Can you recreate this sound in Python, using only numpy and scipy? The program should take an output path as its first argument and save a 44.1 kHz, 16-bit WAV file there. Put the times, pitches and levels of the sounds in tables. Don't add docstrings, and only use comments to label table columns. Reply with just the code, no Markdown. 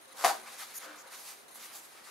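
import sys
import numpy as np
from scipy import signal
from scipy.fft import rfft, irfft
from scipy.io import wavfile
from scipy.ndimage import uniform_filter1d

SR = 44100
rng = np.random.default_rng(int(sys.argv[2]) if len(sys.argv) > 2 else 0)


def invert_db(x):
    u = np.asarray(x, float) / 20
    return 10 ** u


def store_pcm(level_fs):
    pcm = np.round(np.clip(level_fs, -1, 1) * 32767).astype(np.int16)
    wavfile.write(sys.argv[1], SR, np.atleast_2d(pcm).T)


N = 92610
T = np.arange(N) / SR


def unit(x):
    return x / np.sqrt(np.mean(x ** 2))


def colour(x, points, scale=1):
    points = np.array(points, float)
    hz = np.maximum(np.arange(N // 2 + 1) * SR / N, 1)
    gain_db = np.interp(np.log(hz), np.log(points[:, 0]), points[:, 1])
    return irfft(rfft(x) * invert_db(scale * gain_db), N)


def ring(x, peaks, flip=-1):
    total = 0
    for k, (hz, width, db) in enumerate(peaks):
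        band = signal.lfilter(*signal.iirpeak(hz, hz / width, SR), x)
        total = total + flip ** k * invert_db(db) * band / np.sqrt(width)
    return total


def roll(x, damp=1):
    # pitch_hz, level_db, fade_s (time to fall by 60 dB)
    tube_modes = [(310, -18, 0.036), (509, -13, 0.087), (644, -26, 0.1), (760, -5.5, 0.047), (810, 0, 0.05),
                  (974, 1, 0.022), (1080, 8.5, 0.011), (1200, -4, 0.055), (1600, -7, 0.0083),
                  (2215, 3, 0.01), (2900, -55, 0.017)]
    total = 0
    for hz, db, fade in tube_modes:
        pole = np.exp(2j * np.pi * hz / SR - np.log(1000) * damp / (fade * SR))
        total = total + invert_db(db) * signal.lfilter([1], [1, -pole], x).imag
    return total


def grains(per_s, scatter_db):
    when, sign, size = rng.random((3, 2, N))
    size = invert_db(-scatter_db * np.log(.02 + .98 * size))
    return (when < per_s / SR) * np.sign(sign - .5) * size


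def gate(start, end, rise, fall):
    return np.clip((T - start) / rise, 0, 1) * np.clip((end - T) / fall + 1, 0, 1)


def walk(per_s):
    hold = int(SR / per_s)
    levels = np.repeat(rng.standard_normal(N // hold + 1), hold)
    return 1.2 * uniform_filter1d(levels, hold)[:N]


def microphone_hiss():
    # pitch_hz, level_db (per Hz)
    hiss_colour = [(15, -52), (25, -25.5), (382, 1.5), (1640, -1), (2090, -5), (2730, -6.5), (7220, -13),
                   (9720, -10), (15800, -11)]
    hiss = unit(colour(rng.standard_normal((2, N)), hiss_colour)) * invert_db(-55.5)
    return colour(hiss, [(9000, 0), (15000, -7)])


def room_hum(near):
    # pitch_hz, width_hz, level_db
    bathroom_modes = [(232, 5, 3), (305, 7, -3), (380, 10, -9), (525, 9, -4)]
    steady = unit(ring(rng.standard_normal((2, N)), bathroom_modes)) * invert_db(-75.5)
    hum = steady + invert_db(4) * ring(near[0], bathroom_modes)
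    return colour(hum, [(100, -25), (200, -4.5), (700, 5.0), (1500, -24)])


def motor():
    # start_s, end_s, level_db
    bursts = [(.01, 0.058, -0.5), (0.076, 0.096, 1), (0.106, 0.134, 1.5), (0.162, 0.175, 2),
              (.365, 0.38, 2), (0.391, 0.417, 3), (0.429, 0.453, 2), (0.466, 0.5, 1), (0.517, 0.546, 0),
              (0.581, 0.614, 7), (0.663, 0.677, 0), (0.686, 0.722, -4), (0.783, .815, 3), (.925, 0.943, -4),
              (0.957, 0.97, 6), (1.068, 1.088, 3), (1.116, 1.172, 0), (1.2, 1.22, 2), (1.366, 1.392, 2),
              (1.395, 1.418, -0.5), (1.479, 1.494, 2.5), (1.508, 1.536, 3), (1.54, 1.57, 1),
              (1.625, 1.647, -3), (1.683, 1.72, 2.5), (1.84, 1.857, 2), (1.877, 1.932, -2),
              (1.947, 1.97, -5), (2.04, 2.063, 0)]
    # pitch_hz, width_hz, level_db
    shell_modes = [(2050, 140, -10), (3830, 200, -6), (4040, 140, -7), (6500, 500, -8), (9580, 400, 0),
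                   (11550, 550, -7)]
    steps_per_s, step_depth, motor_db = 160, 0.25, -58.5
    steps = 1 + step_depth * np.cos(2 * np.pi * steps_per_s * T)
    noise = rng.standard_normal((3, N))
    noise = noise[0] + noise[1:]
    shake = noise * steps * invert_db(2.1 * walk(58.35))
    shell = 0
    for hz, width, db in shell_modes:
        band = ring(shake, [(hz, width, db)])
        shell = shell + ring(band, [(hz, 2 * width, 0)]) * np.sqrt(width)
    running = sum(invert_db(db) * gate(start, end, .003, .004) for start, end, db in bursts)
    return unit(shell) * invert_db(motor_db) * running


def flickering(x):
    flicker_per_s, flicker_db = 30, 1.2
    edges = 500 * 2 ** np.arange(0, 5.2, .2)
    hz, spectrum = np.arange(N // 2 + 1) * SR / N, rfft(x)
    total = 0
    for low, high in zip(edges[:-1], edges[1:]):
        band = irfft(spectrum * (hz >= low) * (hz < high), N)
        total = total + invert_db(flicker_db * walk(flicker_per_s)) * band
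    return total


def rubs():
    # middle_s, length_s, roll_db, sheet_db, tilt_db (per octave, plus is brighter)
    rub_times = [(0.114, 0.091, -60.5, -66, -3), (0.401, 0.12, -54.5, -57, -1.5),
                 (0.476, 0.046, -71, -55.5, -5.5), (0.527, 0.12, -60, -51.5, -1.5),
                 (0.618, 0.067, -58.5, -45.5, -1), (0.724, 0.31, -73, -52.5, -1),
                 (0.839, 0.055, -55, -53, -2), (0.909, 0.11, -65, -58.5, -6),
                 (0.989, 0.09, -60, -58.5, -2.5), (1.07, 0.078, -57, -60, -4),
                 (1.14, 0.073, -63, -48.5, -1), (1.196, 0.065, -58.5, -51, 2), (1.282, .12, -60, -47.5, 1),
                 (1.36, 0.19, -67.5, -59, 1.5), (1.505, 0.045, -62, -61, 2),
                 (1.559, 0.043, -86, -56.5, 8.5), (1.631, 0.13, -64, -49, 0),
                 (1.658, 0.024, -70, -59.5, 0.5), (1.719, 0.071, -72, -58.5, -3.5),
                 (1.758, 0.023, -61, -58, 2.5), (1.767, 0.089, -62, -48.5, 2.5),
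                 (1.842, 0.074, -77, -55.5, 1), (1.915, 0.13, -66, -61.5, -0.5),
                 (1.989, 0.1, -70, -59, -2.5), (2.081, 0.093, -62.5, -53, -1.5)]
    # pitch_hz, level_db (per Hz)
    sheet_colour = [(710, -11), (1200, -3.5), (1610, -4.5), (2340, -4), (2910, -7.5), (3530, -7.5),
                    (8730, -8.5), (11700, -8), (15800, -19)]
    sheet = unit(flickering(colour(grains(12000, 2.2), sheet_colour)))
    body = unit(roll(grains(3000, 2.5), damp=1.2))
    out = 0
    for middle, length, roll_db, sheet_db, tilt in rub_times:
        swell = np.cos(np.pi / 2 * np.clip((T - middle) / length * 1.316, -1, 1)) ** 2
        brightness = [(750, -3 * tilt), (6000, 0.0089), (12000, tilt)]
        out = out + swell * invert_db(roll_db) * body
        out = out + invert_db(sheet_db) * colour(swell * sheet, brightness)
    return out


def flaps():
    # start_s, pitch_hz, level_db, fade_s (time to fall by 60 dB), rise_s
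    notes_rung = [(.246, 748, -14.5, .1, .0025), (.2585, 720, -22, .05, .002),
                  (.2402, 1000, -24, .03, .001), (.255, 520, -34, .15, .006), (.262, 644, -27, .12, .006),
                  (.273, 1141, -23, .06, .004), (.277, 690, -28, .07, .004), (.288, 1545, -30, .06, .003),
                  (.298, 800, -26, .07, .008), (.309, 785, -24, .05, .004), (.3, 1280, -34, .08, .004),
                  (.34, 800, -38, .08, .006), (.33, 435, -50, .2, .015), (.375, 378, -52, .25, .015),
                  (.42, 550, -56, .15, .015), (.53, 530, -56, .15, .015), (.85, 305, -46, .3, .05),
                  (.84, 540, -55, .2, .015), (.89, 230, -55, .4, .05), (.36, 232, -60, .7, .03),
                  (.3, 305, -52, .25, .02), (.06, 530, -56, .3, .02), (.125, 510, -56, .2, .015),
                  (2.07, 1190, -55, .06, .006)]
    out = 0
    for start, hz, db, fade, rise in notes_rung:
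        t = np.maximum(T - start, 0)
        strength = invert_db(db - 60 * t / fade) * (1 - np.exp(-t / rise))
        out = out + strength * np.sin(2 * np.pi * hz * t)
    waver = invert_db(1.5 * walk(120))
    return waver * out * np.array([[1], [0]])


def rip():
    # time_s, crackle_db, roll_db
    effort = [
        (0.125, -65.5, -43),
        (0.192, -43, -36),
        (0.239, -40, -44),
        (0.247, -25.5, -38),
        (0.262, -28, -24),
        (0.297, -32.5, -17),
        (0.334, -42.5, -29),
        (.38, -52.5, -53),
        (0.45, -63, -36),
    ]
    # time_s, level_db
    fibre_pops = [(.2408, -12.5), (.2465, -6), (.2492, -7), (.2525, -23), (.2553, -12), (.2598, -9),
                  (.2665, -13), (.2745, -15.5), (.2795, -34), (.2845, -17.5), (.291, -24), (.296, -20.5),
                  (.301, -25), (.3075, -22), (.315, -45), (.326, -32), (.352, -27.5), (.369, -32.5),
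                  (.473, -45), (1.041, -44), (1.05, -45), (1.557, -36.5)]
    # pitch_hz, level_db (per Hz)
    rip_colour = [(880, -6.5), (1500, -5.5), (1720, -9.5), (2040, -10.5), (2790, -15.5), (3530, -13),
                  (11800, -17), (15800, -27.5)]
    time, crackle_db, roll_db = np.array(effort).T
    tearing = gate(time[0], time[-1], 0.033, 0.017)
    fibres = unit(colour(grains(7000, 3.5), [(400, -11)] + rip_colour))
    crackle = fibres * invert_db(np.interp(T, time, crackle_db)) * tearing
    push = grains(3500, 2.5) * invert_db(np.interp(T, time, roll_db)) * tearing
    pops = np.zeros((2, N))
    for start, db in fibre_pops:
        pops[:, int(start * SR)] -= invert_db(db + 19.0) * np.array([1, .15])
    snap = ring(pops, [(2070, 830, 34.5)])
    blows = signal.lfilter([.3], [1, -.8], push + pops)
    rattle = colour(roll(blows), [(230, -8.5), (305, -2.5), (400, -10), (600, 0.5)])
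    return crackle + invert_db(-40.5) * rattle + invert_db(-9.5) * snap


def slides():
    # start_s, end_s, level_db, treble_db (share of the high resonances)
    finger_slides = [
        (0.7326, 0.786, -43.5, 5.5),
        (0.96, 1.023, -57, -7),
        (.815, .85, -58, -19),
    ]
    # pitch_hz, width_hz, level_db
    low_modes = [(4880, 310, -8), (5600, 350, -2), (6770, 580, 2.5)]
    high_modes = [(9000, 600, -3.5), (10800, 900, 0.5), (12200, 1000, 2), (14500, 1400, -7)]
    friction = grains(11000, 2.6)
    low, high = ring(friction, low_modes), ring(friction, high_modes)
    out = 0
    for start, end, db, treble_db in finger_slides:
        hiss = unit(low + invert_db(treble_db) * high)
        out = out + invert_db(db) * gate(start, end, .028, .003) * hiss
    return out


def scuffs():
    # start_s, end_s, level_db
    scrapes = [
        (0.826, 0.909, -51),
        (0.935, 1.02, -60),
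        (1.038, 1.06, -57),
    ]
    # pitch_hz, width_hz, level_db
    scrape_modes = [(300, 14, -5), (530, 30, -5), (1390, 330, 0), (1750, 350, -5)]
    scrape = unit(ring(grains(3000, 3.), scrape_modes))
    return sum(invert_db(db) * gate(start, end, 0.0066, 0.03) * scrape for start, end, db in scrapes)


def at_microphone(near):
    # pitch_hz, level_db
    bass_loss = [(25, -47), (120, -30), (250, -14.5), (450, -2), (700, -0.5)]
    # pitch_hz, width_hz, level_db
    cavity_modes = [(4650, 400, -3.5), (6500, 1000, -3.5), (9700, 440, -17.5), (11650, 900, -9)]
    paper = colour(near, bass_loss)
    return paper + invert_db(21) * ring(paper, cavity_modes, flip=1)


def tiled_echo(paper):
    echo_db, fade_s, damp_hz = -13.5, 0.27, 5200
    t = T[:16384]
    tail = rng.standard_normal((2, 16384)) * invert_db(-60 * t / fade_s) * (t > .003)
    tail = signal.lfilter(*signal.butter(1, damp_hz, fs=SR), tail)
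    tail = tail * invert_db(echo_db) / np.sqrt(np.sum(tail ** 2) / 2)
    return signal.fftconvolve(paper[:1], tail, axes=1)[:, :N]


def ports(pair):
    # pitch_hz, side_db (side against middle)
    side_width = [(60, -12), (110, -7), (200, -14), (380, -15), (700, -8.5), (1290, -10), (2380, -11.0),
                  (4400, -7.5), (8120, -3.5), (15000, 0.5)][2:]
    # pitch_hz, lean_db (left minus right)
    left_lean = [(200, 2), (700, 2.5), (1300, 2.3), (4400, -.5), (15000, -1)]
    middle, side = pair[0], colour(pair[1], side_width)
    left = colour(middle + side, left_lean, .5)
    right = colour(middle - side, left_lean, -.5)
    return np.array([left, right])


def scene():
    near = rip() + rubs() + slides() + scuffs()
    paper = at_microphone(near) + flaps()
    return ports(paper) + tiled_echo(paper) + motor() + microphone_hiss() + room_hum(near)


def top_cut(x):
    return signal.sosfilt(signal.butter(12, 16020, fs=SR, output="sos"), x)


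def record(dry):
    treble_cut = signal.ellip(14, .3, 90, 15740, fs=SR, output="sos")
    mix = signal.sosfilt(treble_cut, dry)
    return top_cut(mix)


dry = scene()
out = record(dry)
store_pcm(out)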